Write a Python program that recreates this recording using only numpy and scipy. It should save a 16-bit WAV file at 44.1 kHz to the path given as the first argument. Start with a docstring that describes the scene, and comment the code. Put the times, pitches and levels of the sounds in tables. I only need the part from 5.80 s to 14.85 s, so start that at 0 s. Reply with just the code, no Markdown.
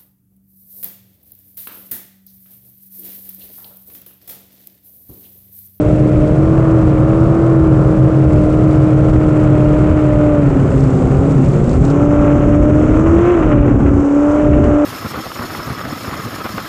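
"""A racing jet boat's eight-cylinder engine, heard from just behind the bow on a run up a river.
Firing pulses ring and rasp through the exhaust pipes: the engine holds a hard note, eases off into a
burble, blips, flares as the pump loses its bite, and pulls again. Wind buffets the microphone, the hollow
hull booms over the chop, spray hisses along the sides and stray drops splat on the deck.
Some six seconds in, the boat leans into a bend, where water churns and slaps against the hull."""
import sys
import numpy as np
from scipy import signal
from scipy.fft import rfft, irfft, next_fast_len
from scipy.io import wavfile
from scipy.ndimage import uniform_filter1d, minimum_filter1d

SR = 44100
rng = np.random.default_rng(int(sys.argv[2]) if len(sys.argv) > 2 else 0)


def inscribe(sig):
    """Save sig as 16-bit PCM at rate SR to the path in sys.argv[1].

    A 1-D sig is mono; a 2-D sig holds one channel per row.
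    Samples are clipped to [-1, 1] before scaling.
    """
    pcm = np.round(np.clip(np.atleast_2d(sig).T, -1, 1) * 32767)
    wavfile.write(sys.argv[1], SR, pcm.astype(np.int16))


N = 399105
TIME = np.arange(N) / SR

# Table levels are relative: each layer adds its own trim.
# engine speed as firings a second: t/s, f/Hz
FIRING_RATE = [(0.0, 301.0), (0.16, 306.6), (0.5, 303.5), (0.63, 317.4), (0.75, 324.0), (0.95, 323.1),
               (1.02, 316.3), (1.15, 309.5), (1.4, 326.1), (1.67, 330.9), (1.97, 312.4), (2.35, 316.4),
               (2.56, 304.4), (2.61, 303.7), (2.85, 311.6), (3.18, 309.0), (3.33, 311.6), (3.49, 307.2),
               (3.67, 305.4), (3.86, 301.2), (4.04, 306.2), (4.2, 305.2), (4.3, 300.7), (4.52, 298.1),
               (4.77, 274.7), (5.01, 266.8), (5.16, 258.4), (5.25, 256.6), (5.49, 279.7), (5.55, 273.0),
               (5.7, 244.6), (5.8, 232.4), (5.9, 246.1), (6.08, 279.7), (6.22, 291.1), (6.31, 292.9),
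               (6.69, 292.5), (7.14, 308.8), (7.29, 329.0), (7.39, 337.4), (7.5, 355.2), (7.53, 352.6),
               (7.62, 314.0), (7.75, 293.7), (7.78, 290.4), (8.09, 283.5), (8.28, 284.2), (8.59, 299.0),
               (8.78, 295.1), (9.05, 295.0)]
# the burn, even under power and rough off the throttle: t/s, roughness/0-1
BURBLE = [(0, .45), (.5, .4), (.7, .15), (4.5, .15), (4.8, .7), (5.25, .6), (5.4, .4), (5.6, .7), (5.9, .7),
          (6.2, .15), (7.5, .1), (7.7, .6), (8.1, .6), (8.4, .15)]
# cylinders in firing order: pulse level/dB, extra travel through its own pipe/s
CYLINDERS = [(0, 0), (-11, .00031), (-9, .00066), (-12, .00012), (-9, .00048), (-3, .00037), (-13, .00075),
             (-10, .0002)]
# the note as speed sweeps it across the pipes' resonances: firing f/Hz, tone level/dB, octave level/dB
NOTE_LEVELS = [(235, -17.5, -27), (262, -16.8, -34), (278, -15.3, -29), (286, -13.8, -27),
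               (292, -13.2, -18.5), (299, -13.5, -18.2), (304, -14, -22.8), (309, -14, -27.8),
               (314, -13.9, -32), (323, -13.5, -30), (330, -14.2, -29), (338, -13.2, -32),
               (355, -10.5, -26)]
# stumbles in the note, nearly all dips: start t/s, end t/s, level change/dB
STUMBLES = [(4.8, 4.87, -5), (5.15, 5.23, 1), (5.66, 5.74, -22), (5.91, 5.98, -1), (6.55, 6.68, -3.5),
            (7.83, 8.11, -2.5)]
# narrow resonances of the exhaust pipes: f/Hz, width/Hz, boost/dB
PIPE_RINGS = [(358.5, 34, 8), (399, 29, 7), (460, 13, 5.5), (556, 75, 12), (699, 22, 7.5), (778, 51, 7),
              (964, 16, 2.5), (1082, 85, 5), (1180, 37, 5), (1268, 31, 4.5), (1353, 70, 7.5), (1520, 48, 4)]
# exhaust faders: t/s, bark level/dB, rasp level/dB, snarl level/dB
EXHAUST_LEVELS = [(0.0, -44, -41, -62), (0.42, -40, -41, -58), (0.85, -33.5, -43, -49.5),
                  (1.12, -35, -41.5, -53.5), (1.65, -35, -44, -49.5), (2.1, -35.5, -43.5, -52),
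                  (2.55, -35.5, -41.5, -53.5), (3.2, -32.5, -41, -53.5), (4.15, -29.5, -38, -52),
                  (4.6, -30, -41, -56.5), (5.05, -34.5, -42.5, -54.5), (5.35, -38.5, -41.5, -48.5),
                  (5.7, -36.5, -40.5, -55), (6.15, -36, -40, -48.5), (6.45, -29, -38, -44.5),
                  (6.85, -28.5, -41, -60), (7.12, -29.5, -37.5, -52), (7.3, -24, -43, -52),
                  (7.39, -39, -36, -46.5), (7.47, -38, -35, -45), (7.62, -24.5, -37.5, -48),
                  (7.8, -30, -41, -57), (8.0, -30.5, -43.5, -50), (8.3, -33, -44, -51),
                  (8.55, -30.5, -40, -44), (8.66, -30.5, -40, -51), (8.76, -29, -42, -56),
                  (9.05, -26, -41, -49)]
# engine partials: multiple of the engine cycle, level/dB
GROWL_ORDERS = [(7, -16.5), (9, -19), (10, -17), (11, -17), (12, -13.5), (13, -21), (14, -18), (15, -23),
                (17, -29), (18, -22), (19, -23.5)]  # left by unequal cylinders
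SNARL_ORDERS = [(20, 2), (21, 2.5), (22, 5), (23, 3.5), (24, 4), (25, 1), (26, 5.5), (27, 4), (28, 4),
                (29, 1), (30, 3.5), (31, 3), (32, 2), (33, -1), (34, -3), (35, 1), (36, -1), (37, -1.5),
                (38, -3.5), (39, -5.5), (40, -4), (41, -5.5), (42, -5), (43, -6.5), (44, -7.5), (45, -6),
                (47, -14), (49, -14), (52, -16), (54, -16), (58, -17)]  # the top of the exhaust
THROB_ORDERS = [(2, 2.5), (3, -4.5), (4, -14.5), (5, -11.5)]  # the lowest, felt in the hull
# shifts in the snarl: multiple of the engine cycle, level change/dB
SNARL_LABOUR = [(22, -2), (23, 2), (24, 5.5), (26, -8), (28, -7), (29, -3), (31, -7), (36, -2), (37, 3),
                (42, 3)]  # deeper as the engine labours
SNARL_FLARE = [(24, 4.5), (29, 5), (39, 5), (47, 13), (49, 13), (52, 11), (54, 13), (58, 14)]  # harder as the pump runs free
# EQ curves: f/Hz, level/dB
ROAR_EQ = [(100, -17), (190, -7.5), (260, -6), (360, -3.5), (480, -7.5), (620, -10.5), (740, -16),
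           (900, -22.5), (1400, -21.5), (3000, -86), (9000, -100)]  # low rush of exhaust gas
BARK_EQ = [(350, -30), (650, -4), (790, 1), (920, -3), (1080, 1), (1370, 1.5), (1520, -5), (1750, -11.5),
           (2200, -17), (2800, -23), (3500, -33), (12000, -100)]  # midrange of the pipes
BARK_HOLLOW_EQ = [(350, -29), (600, -2), (800, 2.5), (920, -4.5), (1080, -2.5), (1370, -2.5), (1520, -4.5),
                  (1750, -10.5), (2200, -16), (2800, -21.5), (3500, -33.5), (12000, -100)]  # the pipes at low revs
RASP_EQ = [(1100, -20), (1700, 1), (2200, 0), (2800, -4.5), (3400, -12), (4200, -24), (8000, -48),
           (13000, -80)]  # gas tearing out
WIND_EQ = [(8, -32), (22, -8), (35, -2.5), (50, 2), (80, 2), (110, 0), (180, -10), (260, -12.5), (400, -17),
           (1000, -79.5), (6000, -110)]  # deep buffeting
CHURN_EQ = [(110, -25), (190, -8), (245, 0), (330, -5), (600, -25), (4000, -100)]  # water churning in the bend
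HULL_EQ = [(60, -25.5), (100, -12.5), (118, -3), (137, 8), (155, -1), (180, -4.5), (220, -11.5),
           (400, -77.5), (3000, -115)]  # the hollow hull's resonance
SPRAY_FAST_EQ = [(1500, -15), (3500, 0), (5500, -1.5), (6500, -2), (7500, 0), (8500, -3.5), (9500, -7.5),
                 (11500, -20.5), (14000, -37)]  # broad hiss at speed
SPRAY_SLOWING_EQ = [(1500, -18), (3500, -3), (5000, -4.5), (6000, -2.5), (7000, 2), (7800, 1.5), (8600, -5),
                    (9500, -12.5), (11500, -25), (14000, -41)]  # narrow sizzle as the boat loses way
SPRAY_BEND_EQ = [(1500, -20), (4500, -9), (5500, -3), (6500, 1), (7500, -1), (8500, -8), (10500, -21),
                 (11700, -31), (14000, -52)]  # duller hiss in the bend
SPLAT_EQ = [(1500, -20), (4300, 1), (7500, 0), (10000, -17), (14000, -46)]  # bright drop on the deck
SLAP_EQ = [(100, -9.5), (350, -10.5), (800, -5.5), (1400, -10), (2000, -16), (2800, -18), (3400, -37),
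           (12000, -82.5)]  # dull wave against the hull
# swells and dips in the rumble: start t/s, end t/s, level change/dB
GUSTS = [(2.45, 2.54, 5.5), (3.27, 3.38, 8), (4.1, 4.19, 9.5), (4.5, 4.58, 3), (4.8, 5.75, 1.5),
         (5.96, 6.05, 11)]  # the wind surges
LULLS = [(4.17, 4.28, -5.5), (7.45, 7.56, -14), (8.216, 8.6, -16), (8.6, 8.945, 0), (8.945, 9.3, -20)]  # wind and hull drop away
# water thrown up by the hull: t/s, level/dB
SPRAY_LEVEL = [(0.0, -52.0), (1.8, -53.5), (2.6, -51.5), (4.3, -51.5), (4.55, -53.5), (5.02, -48.5),
               (5.4, -50.0), (6.11, -47.2), (6.13, -50.8), (6.85, -52.0), (7.3, -49.5), (7.85, -56.5),
               (8.2, -52), (8.55, -50), (8.7, -53.5), (9.05, -52.0)]
# water hits: t/s, level/dB
DECK_DROPS = [(2.5321, -33), (4.979, -36), (5.006, -32), (5.0374, -32), (5.0739, -33), (5.3702, -34),
              (5.649, -36), (5.687, -33), (5.71, -37), (5.732, -33), (5.8421, -29), (5.894, -26),
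              (5.913, -31), (5.931, -32), (6.051, -25), (6.083, -33), (6.101, -28), (8.8424, -30)]
HULL_SLAPS = [(6.472, -30), (6.503, -44), (6.597, -36), (6.718, -29), (7.253, -28), (7.622, -27),
              (7.709, -25.5), (7.775, -28), (7.82, -32), (7.873, -29), (8.055, -29), (8.591, -32),
              (8.726, -25.5), (8.765, -38), (8.832, -27)]

BEND_S = 6.13  # the boat enters the bend
LEAN_START_S, LEAN_SETTLE_S = 5.93, 0.85


def amp(db):
    """Decibels to gain."""
    return 10 ** (np.asarray(db) / 20)


def unit(x):
    """Scales to rms 1."""
    return x / np.sqrt(np.mean(x ** 2) + 1e-20)


def curves(table):
    """Each column of a timed table, sample by sample."""
    times, *columns = np.transpose(table)
    return [np.interp(TIME, times, column) for column in columns]


def spans(table, edge_s=0.13):
    """A fader move in dB that dips or swells over each row's span, with sloping edges."""
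    return sum(db * np.clip(np.minimum(TIME - start, end - TIME) / edge_s + .5, 0, 1)
               for start, end, db in table)


def colour(x, eq):
    """Minimum-phase EQ, so that pulses ring after they strike; rms 1."""
    size = next_fast_len(N + 8192)
    hz, db = np.transpose(eq)
    bin_hz = abs(np.fft.fftfreq(size, 1 / SR))
    log_gain = np.log(amp(np.interp(np.log(bin_hz + 1), np.log(hz), db)))
    response = np.exp(np.conj(signal.hilbert(log_gain)))[:size // 2 + 1]
    return unit(irfft(rfft(x, size) * response, size)[:N])


def noise():
    """White noise."""
    return rng.standard_normal(N)


def wander(rate_hz):
    """Smooth random modulation of rms 1, rolling off above the given rate."""
    size, control_hz = 8192, 800
    hz = np.fft.rfftfreq(size, 1 / control_hz)
    slow = irfft(rfft(rng.standard_normal(size)) / np.sqrt(1 + (hz / rate_hz) ** 6))
    return unit(np.interp(TIME * control_hz, np.arange(size), slow))


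def bend():
    """Quick crossfade from 0 on the straight to 1 in the bend."""
    return np.clip((TIME - BEND_S) / .06 + .5, 0, 1)


def partial(cycles, order, slip_rad, rate_hz, flutter_db=0):
    """One multiple of the engine cycle; uneven burns make its phase slip and can flutter its level."""
    phase = 2 * np.pi * (order * cycles + rng.random()) + slip_rad * wander(rate_hz)
    flutter = unit(amp(flutter_db * np.tanh(wander(rate_hz))))
    return np.sqrt(2) * np.sin(phase) * flutter


def pipe_boost_db(order, firing_hz):
    """The lift a partial gets as the revs sweep it across the pipes' resonances."""
    grid_hz = np.linspace(0, 3000, num=1500)
    boost_db = sum(db / (1 + (2 * (grid_hz - hz) / width) ** 2) for hz, width, db in PIPE_RINGS)
    return np.interp(order * firing_hz / len(CYLINDERS), grid_hz, boost_db)


def firing_pulses(cycles, burble, scatter_db=4, jitter_s=.00011, drift_s=.00006):
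    """One pulse per firing: two cylinders stand out, and uneven burns scatter strength and timing."""
    count = len(CYLINDERS)
    firing = np.arange(int(cycles[-1] * count))
    strength_db, travel_s = np.array(CYLINDERS)[firing % count].T
    late, strong = rng.standard_normal((4000, 2))[firing].T
    fired_s = np.interp(firing / count, cycles, TIME)
    rough = np.interp(fired_s, TIME, burble)
    # the travel time in each pipe drifts with the heat of its gas
    drift = np.array([np.interp(fired_s, TIME, wander(1)) for _ in CYLINDERS])[firing % count, firing]
    arrival_s = fired_s + travel_s + drift_s * drift + jitter_s * rough * late
    at = np.clip(np.round(arrival_s * SR).astype(int), 0, N - 1)
    return np.bincount(at, amp(strength_db + scatter_db * rough * strong), N)


def firing_note(cycles, firing_hz, burble, trim_db=.5, flutter_db=4, waver_db=1.18):
    """The exhaust's note: one wave per firing plus its octave, softer and shakier off the throttle."""
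    phase = 2 * np.pi * cycles * len(CYLINDERS) + .13 * burble * wander(22)
    hz, *columns = np.transpose(NOTE_LEVELS)
    tone_db, octave_db = [np.interp(firing_hz, hz, db) for db in columns]
    grit = np.interp(octave_db, (-28, -18), (.4, 0))  # the octave is rough while weak
    tone_db += 1.46 * bend() - 3.5 * burble + waver_db * wander(5)
    octave_db -= burble
    note = 0
    for harmonic, db, rough in (1, tone_db, 0), (2, octave_db, grit):
        gain = amp(db + trim_db + flutter_db * (burble + rough) * wander(24))
        note += gain * np.sin(harmonic * phase + rough * wander(22))
    return np.sqrt(2) * amp(spans(STUMBLES, edge_s=.03)) * note


def misfires(cycles, burble, level_db=-15, width_hz=80):
    """Off the throttle the burns come unevenly and sputter around the firing rate."""
    phase = 2 * np.pi * cycles * len(CYLINDERS)
    sputter = wander(width_hz) * np.sin(phase) + wander(width_hz) * np.cos(phase)
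    return amp(level_db) * burble ** 2 * sputter


def growl(cycles, firing_hz, burble, level_db=-21, roar_db=-.5, pull_db=.5, full_pull_hz_per_s=37):
    """Unequal cylinders leave wavering partials around the note, over the roar of the gas."""
    partials = 0
    for order, db in GROWL_ORDERS:
        waver_db = 2 * np.tanh(wander(5))
        gain = amp(db + waver_db + pipe_boost_db(order, firing_hz))
        partials += gain * partial(cycles, order, slip_rad=.25 + .3 * burble, rate_hz=7.3)
    roar = amp(roar_db) * colour(noise(), ROAR_EQ)
    # a touch louder as the revs climb, a little softer in the lulls
    pull = uniform_filter1d(np.clip(np.gradient(firing_hz) * SR / full_pull_hz_per_s, 0, 1), SR // 4)
    return amp(level_db + pull_db * pull + .17 * spans(LULLS)) * (partials + roar)


def bark(pulses, firing_hz, burble, trip_s=.0021, reflection=.5, hollow_hz=(280, 300)):
    """Pulses bounce along the pipes and ring there with turbulent gas, hollower at low revs."""
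    loop = np.r_[1, np.zeros(round(trip_s * SR)), reflection]
    ringing = unit(signal.lfilter(loop[::-1], loop, pulses))  # all-pass: smears without colouring
    gas = .7 + .8 * burble
    drive = (ringing + gas * noise()) / np.sqrt(1 + gas ** 2)
    hollow = np.interp(firing_hz, hollow_hz, (1, 0))
    return (1 - hollow) * colour(drive, BARK_EQ) + hollow * colour(drive, BARK_HOLLOW_EQ)


def snarl(cycles, firing_hz, labour_hz=(291, 299), flare_hz=(332, 350)):
    """Upper partials catch the pipes' resonances: deep when labouring, hard when the pump runs free."""
    labour = np.interp(firing_hz, labour_hz, (1, 0))
    flare = np.interp(firing_hz, flare_hz, (0, 1))
    partials = 0
    for order, db in SNARL_ORDERS:
        load_db = labour * dict(SNARL_LABOUR).get(order, 0) + flare * dict(SNARL_FLARE).get(order, 0)
        gain = amp(db + load_db + pipe_boost_db(order, firing_hz))
        partials += gain * partial(cycles, order, slip_rad=.35, rate_hz=9, flutter_db=3.5)
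    return partials


def rasp(pulses, puff_s=.004, steady_flow=.4):
    """Gas tears out of the pipes in a puff after each pulse."""
    puffs = unit(signal.lfilter([1], [1, -np.exp(-1 / (puff_s * SR))], pulses))
    return colour(noise() * (steady_flow + puffs), RASP_EQ)


def engine(cycles, firing_hz, bark_trim_db=-.4, rasp_trim_db=-1):
    """The exhaust mix, low to high, every layer following one crankshaft."""
    bark_db, rasp_db, snarl_db = curves(EXHAUST_LEVELS)
    burble, = curves(BURBLE)
    pulses = firing_pulses(cycles, burble)
    return (firing_note(cycles, firing_hz, burble)
            + misfires(cycles, burble)
            + growl(cycles, firing_hz, burble)
            + amp(bark_db + bark_trim_db) * bark(pulses, firing_hz, burble)
            + amp(snarl_db) * snarl(cycles, firing_hz)
            + amp(rasp_db + rasp_trim_db) * rasp(pulses))


def ride_db(chop_db=.1, chop_hz=.39):
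    """The ride over the water: a faint sway from the chop, and deep dips in the lulls."""
    return chop_db * wander(chop_hz) + spans(LULLS)


def buffeting(lean, level_db=-17.5, lean_db=6, lump_db=2.5, churn_db=-4.5):
    """Lumpy wind hits the microphone; in the bend it grows and churning water joins it."""
    wind = colour(noise() * amp(lump_db * wander(12)), WIND_EQ)
    churn = amp(churn_db) * bend() * colour(noise() * amp(lump_db * wander(19)), CHURN_EQ)
    return amp(level_db + lean_db * lean ** 2 + spans(GUSTS) + ride_db()) * (wind + churn)


def hull_boom(cycles, firing_hz, lean, level_db=-13, lean_db=-6.5):
    """Chop drums the hollow hull and the engine throbs in it, less once the boat carves the bend."""
    drumming = colour(noise(), HULL_EQ)
    throb = 0
    for order, db in THROB_ORDERS:
        resonance_db = np.interp(order * firing_hz / len(CYLINDERS), *np.transpose(HULL_EQ))
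        throb += amp(db + resonance_db) * partial(cycles, order, slip_rad=.4, rate_hz=5.6)
    return amp(level_db + lean_db * lean + ride_db()) * (drumming + throb)


def spray(trim_db=2.03, droplets_per_s=700, grain=.62, flicker_db=1, slowing_s=(2.3, 6.3)):
    """Sheets of water hiss off the hull, shedding a fizz of droplets."""
    level_db, = curves(SPRAY_LEVEL)
    sizes = amp(3.2 * np.minimum(rng.exponential(1, N), 4))
    droplets = unit(sizes * np.sign(noise()) * (rng.random(N) < droplets_per_s / SR))
    water = (noise() + grain * droplets) * amp(flicker_db * wander(46))
    slowing = np.interp(TIME, slowing_s, (0, 1))
    straight = (1 - slowing) * colour(water, SPRAY_FAST_EQ) + slowing * colour(water, SPRAY_SLOWING_EQ)
    hiss = (1 - bend()) * straight + bend() * colour(water, SPRAY_BEND_EQ)
    return amp(level_db + trim_db) * hiss


def deck_drops(trim_db=-10, splat_s=.0026, scatter_db=-9, scatter_s=.013):
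    """Single drops splat on the deck close by and scatter into a brief splash."""
    envelope = 0
    for start, db in DECK_DROPS:
        age = abs(TIME - start)
        decay = np.exp(-age / splat_s) + amp(scatter_db) * np.exp(-age / scatter_s)
        envelope += amp(db) * (TIME >= start) * decay
    return amp(trim_db) * envelope * colour(noise(), SPLAT_EQ)


def hull_slaps(trim_db=3, attack_s=.008, decay_s=.026):
    """Each wave that meets the leaning hull bursts into a short, dull splash."""
    envelope = 0
    for start, db in HULL_SLAPS:
        age = TIME - start
        envelope += amp(db) * np.clip(age / attack_s, 0, 1) * np.exp(-abs(age - attack_s) / decay_s)
    return amp(trim_db) * envelope * colour(noise(), SLAP_EQ)


def scene():
    """Engine, wind, hull and water, mixed in mono."""
    firing_hz, = curves(FIRING_RATE)
    cycles = np.cumsum(firing_hz) / SR / len(CYLINDERS)  # each cylinder fires once a cycle
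    lean = np.clip((TIME - LEAN_START_S) / LEAN_SETTLE_S, 0, 1)
    exhaust = engine(cycles, firing_hz)
    rumble = buffeting(lean) + hull_boom(cycles, firing_hz, lean)
    water = spray() + deck_drops() + hull_slaps()
    return (exhaust + rumble + water)[None]


def record(dry):
    """A fast limiter ducks the mix under the biggest thumps; a low-pass trims the very top."""
    ceiling_db, cutoff_hz = -.7, 14800
    needed_gain = np.minimum(1, amp(ceiling_db) / (abs(dry[0]) + 1e-9))
    held_gain = minimum_filter1d(needed_gain, size=900)
    gain = uniform_filter1d(uniform_filter1d(held_gain, size=450), size=450)
    lowpass = signal.firwin(255, cutoff_hz, window=("kaiser", 9), fs=SR)
    return signal.oaconvolve(dry * gain, lowpass[None], "same")


dry = scene()
out = record(dry)
inscribe(out)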